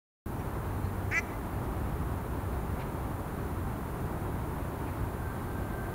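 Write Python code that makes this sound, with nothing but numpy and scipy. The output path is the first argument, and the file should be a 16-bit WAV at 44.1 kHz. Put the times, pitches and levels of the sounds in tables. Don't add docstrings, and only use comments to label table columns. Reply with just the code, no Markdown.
import sys
import numpy as np
from scipy import signal
from scipy.fft import rfft, irfft
from scipy.io import wavfile

SR = 44100
rng = np.random.default_rng(int(sys.argv[2]) if len(sys.argv) > 2 else 0)


def store_wav(level_fs):
    pcm = np.round(np.clip(np.atleast_2d(level_fs), -1, 1) * 32767)
    wavfile.write(sys.argv[1], SR, pcm.T.astype(np.int16))


N = 261954
TIME = np.arange(N) / SR


def amp(db):
    return 10 ** (np.asarray(db) / 20)


def unit(x):
    return x / np.sqrt(np.mean(x ** 2) + 1e-20)


def curve(points, t):
    return np.interp(t, *np.transpose(points))


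def spectrum(points, hz):
    f, db = np.transpose(points)
    return amp(np.interp(np.log(hz + 1), np.log(f + 1), db))


def noise(shape):
    return unit(irfft(rfft(rng.standard_normal(N)) * shape(np.fft.rfftfreq(N, 1 / SR)), N))


def drift(rate_hz):
    return noise(lambda hz: np.exp(-(hz / rate_hz) ** 2))


def swell(centre_s, length_s):
    return np.exp(-(2 * (TIME - centre_s) / length_s) ** 2)


def colour(x, points, size=2048):
    log_gain = np.log(spectrum(points, abs(np.fft.fftfreq(size, 1 / SR))))
    ring = np.fft.ifft(np.exp(np.conj(signal.hilbert(log_gain)))).real
    return signal.fftconvolve(x, ring)[:len(x)]


def resonate(x, hz, width_hz):
    phasor = np.exp(2j * np.pi * np.cumsum(hz) / SR)
    decay = np.exp(-np.pi * width_hz / SR)
    return 2 * (phasor * signal.lfilter([1 - decay], [1, -decay], x / phasor)).real


def far_tone(hz, wander, flutter_db, flutter_hz):
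    cycles = np.cumsum(hz * (1 + wander * drift(21.6))) / SR
    return unit(amp(flutter_db * drift(flutter_hz)) * np.sin(2 * np.pi * cycles))


# frequency_hz, relative_db
TRAFFIC_SPECTRUM = [(12, -26), (30, -9), (56, 0), (120, -3), (165, -7), (240, -10), (390, -11),
                    (480, -17.5), (950, -16.5), (1500, -24), (2000, -31), (3000, -40), (4200, -44),
                    (6500, -62)]
# time_s, level_db
RUMBLE_ENVELOPE = [(.6, -36.5), (1.1, -37.5), (1.45, -41.5), (1.57, -34.5), (2.5, -37), (3.65, -37.5),
                   (4.02, -35.3), (4.85, -37), (5.94, -38)]

def traffic(split_hz=200, roar_db=-39.5, lumps_db=.8, waver_db=.42):
    low_share = lambda hz: 1 / (1 + (hz / split_hz) ** 8)
    rumble = noise(lambda hz: spectrum(TRAFFIC_SPECTRUM, hz) * np.sqrt(low_share(hz)))
    roar = noise(lambda hz: spectrum(TRAFFIC_SPECTRUM, hz) * np.sqrt(1 - low_share(hz)))
    rumble *= amp(curve(RUMBLE_ENVELOPE, TIME) + lumps_db * drift(3.6))
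    roar *= amp(roar_db + waver_db * drift(16))
    return rumble + roar


def engine_drone(pitch_hz=93.8, steady_db=-47.5, passing_db=-41.5):
    envelope = amp(steady_db) + amp(passing_db) * swell(centre_s=.96, length_s=.56)
    return far_tone(pitch_hz, wander=.031, flutter_db=-.7, flutter_hz=17) * envelope


# frequency_hz, relative_db
HISS_SPECTRUM = [(2500, -24), (5200, -10.5), (6500, -7.5), (8500, -4), (10000, -1.8), (13000, -1),
                 (15500, -0.5)]

def microphone_hiss(level_db=-54.5):
    return amp(level_db) * noise(lambda hz: spectrum(HISS_SPECTRUM, hz))


# centre_s, level_db, length_s, pitch_hz
BIRD_CHIPS = [(.398, -61.5, .018, 5750), (.41, -57, .02, 2300), (.419, -67, .014, 5850),
              (.853, -61, .045, 4200), (4.885, -56, .035, 2100)]

def small_birds(blur=.035, count=16, twitter_db=-73):
    warped_s = np.cumsum(1 + blur * drift(160)) / SR
    twitter = [(when * N / SR, twitter_db + 4 * size, .025, 4500 + 2700 * height)
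               for when, size, height in rng.random((count, 3))]
    return sum(amp(db) * swell(centre, length) * np.sin(2 * np.pi * hz * warped_s)
               for centre, db, length, hz in BIRD_CHIPS + twitter)


# centre_s, level_db, length_s
REED_STROKES = [(.41, -58, .035), (.85, -64, .07), (1.77, -63, .04), (2.54, -59, .04), (2.785, -58, .06),
                (2.815, -48, .038), (4.885, -54, .05)]
# frequency_hz, relative_db
REED_SPECTRUM = [(900, -14), (1600, -2), (2400, 1), (3300, -12), (4600, -15), (6200, -31), (10000, -42)]

def reeds(grain_db=1.2):
    strokes = sum(amp(db) * swell(centre, length) for centre, db, length in REED_STROKES)
    friction = noise(lambda hz: spectrum(REED_SPECTRUM, hz))
    return friction * strokes * unit(amp(grain_db * drift(200)))


# frequency_hz, shut_db, open_db
THROAT_RESPONSE = [(400, -49, -21), (1050, -21, -27), (1310, -16, -17), (1670, -5.5, -13), (2130, -8, 0.5),
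                   (2210, -4, -1), (2700, -20, -20), (3000, -32, -30.5), (3600, -42, -43), (5000, -58, -58)]
# centre_hz, width_hz, relative_db
UPPER_FORMANTS = [(4550, 350, -5.5), (5520, 470, -9), (5940, 610, 0), (7240, 900, -10)]
# time_s, frequency_ratio
FORMANT_WAVER = [(1.116, 1.12), (1.123, .88), (1.138, .88), (1.144, 1.16), (1.150, 1.16), (1.158, 1)]

def moorhen(start_s=1.11, push_s=.08, release_s=.016, attack_s=.008, jitter_cycles=.08, shimmer=.07):
    t = np.arange(0, push_s + release_s, 1 / SR)
    push = np.minimum(t / push_s, 1)
    released_s = np.maximum(t - push_s, 0)
    opening = 1 / (1 + np.exp((.03 - t) / .005))
    start_hz, top_hz, glide_s, flick_hz_per_s = 264, 341.5, .0265, 1400
    pitch_hz = top_hz + (start_hz - top_hz) * np.exp(-t / glide_s) + flick_hz_per_s * released_s
    rough = np.clip(.14 * (1 - opening) + .065 * opening + 11 * released_s, 0, 1)
    cycles = np.cumsum(pitch_hz) / SR + .5 + jitter_cycles * rough * drift(290)[:len(t)]
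    pulses = unit(np.cos(2 * np.pi * np.outer(cycles, np.arange(1, 28))).sum(1))
    pulses *= 1 + shimmer * drift(200)[:len(t)]
    puffs = unit(np.exp(-(cycles % 1) / .23) * rng.standard_normal(len(t)))
    drive = (1 - rough) * pulses + rough * puffs
    throat = np.array(THROAT_RESPONSE)
    shut, wide = unit(colour(drive, throat[:, :2])), unit(colour(drive, throat[:, ::2]))
    body = unit((1 - opening) * shut + opening * wide)
    breathy = np.clip(.33 + 2 * rough, 0, 1)
    rasp = np.sqrt(1 - breathy ** 2) * pulses + breathy * puffs
    waver = curve(FORMANT_WAVER, start_s + t)
    bright = unit(sum(amp(db) * resonate(resonate(rasp, hz * waver, width), hz * waver, width)
                      for hz, width, db in UPPER_FORMANTS))
    body_db = -34 + 9 * push - 1700 * released_s
    bright_db = -55 + 12 * push ** 2 - 800 * released_s
    voice = (1 - np.exp(-t / attack_s)) * amp(body_db) * body + amp(bright_db) * bright
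    voice *= signal.windows.tukey(len(t), .03)
    return np.interp(TIME, start_s + t, voice, left=0, right=0)


# delay_s, level_db
BANK_REFLECTIONS = [(.045, -30), (.115, -36), (.16, -29)]

def bank_echo(call, scatter_db=-26, t60_s=.7, smear_s=.012):
    t = TIME[:SR]
    echoes = sum(amp(db) * np.exp(-((t - delay) / smear_s) ** 2) for delay, db in BANK_REFLECTIONS)
    tail = amp(-60 * t / t60_s)
    envelope = echoes / np.sqrt(smear_s * SR) + amp(scatter_db) * tail / np.linalg.norm(tail)
    return signal.fftconvolve(call, envelope * rng.standard_normal(SR))[:N]


# centre_s, level_db, length_s
WHINE_SWELLS = [(5.26, -51.8, .27), (5.55, -52, .18), (5.79, -49, .26)]

def far_whine(pitch_hz=1567):
    envelope = sum(amp(db) * swell(centre, length) for centre, db, length in WHINE_SWELLS)
    return far_tone(pitch_hz, wander=.006, flutter_db=2.2, flutter_hz=55) * envelope


def scene():
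    call, drone, whine = moorhen(), engine_drone(), far_whine()
    return (call + bank_echo(call) + traffic() + drone + whine + reeds() + small_birds())[None]


def record(dry, start_s=.259, settle_db=-3.5, settle_s=.09, notch_hz=7890, cutoff_hz=15750):
    running_s = np.maximum(TIME - start_s, 0)
    sound = dry * amp(settle_db * np.exp(-running_s / settle_s)) + microphone_hiss()
    hz = np.fft.rfftfreq(N, 1 / SR)
    notch = 1 - np.exp(-((hz - notch_hz) / 125) ** 2)
    fade_in = np.minimum(running_s / .001, 1)
    sound = irfft(rfft(sound) * notch, N) * fade_in
    low_pass = signal.firwin(1023, cutoff_hz, window=("kaiser", 9), fs=SR)
    return signal.oaconvolve(sound, low_pass[None], "same")


dry = scene()
out = record(dry)
store_wav(out)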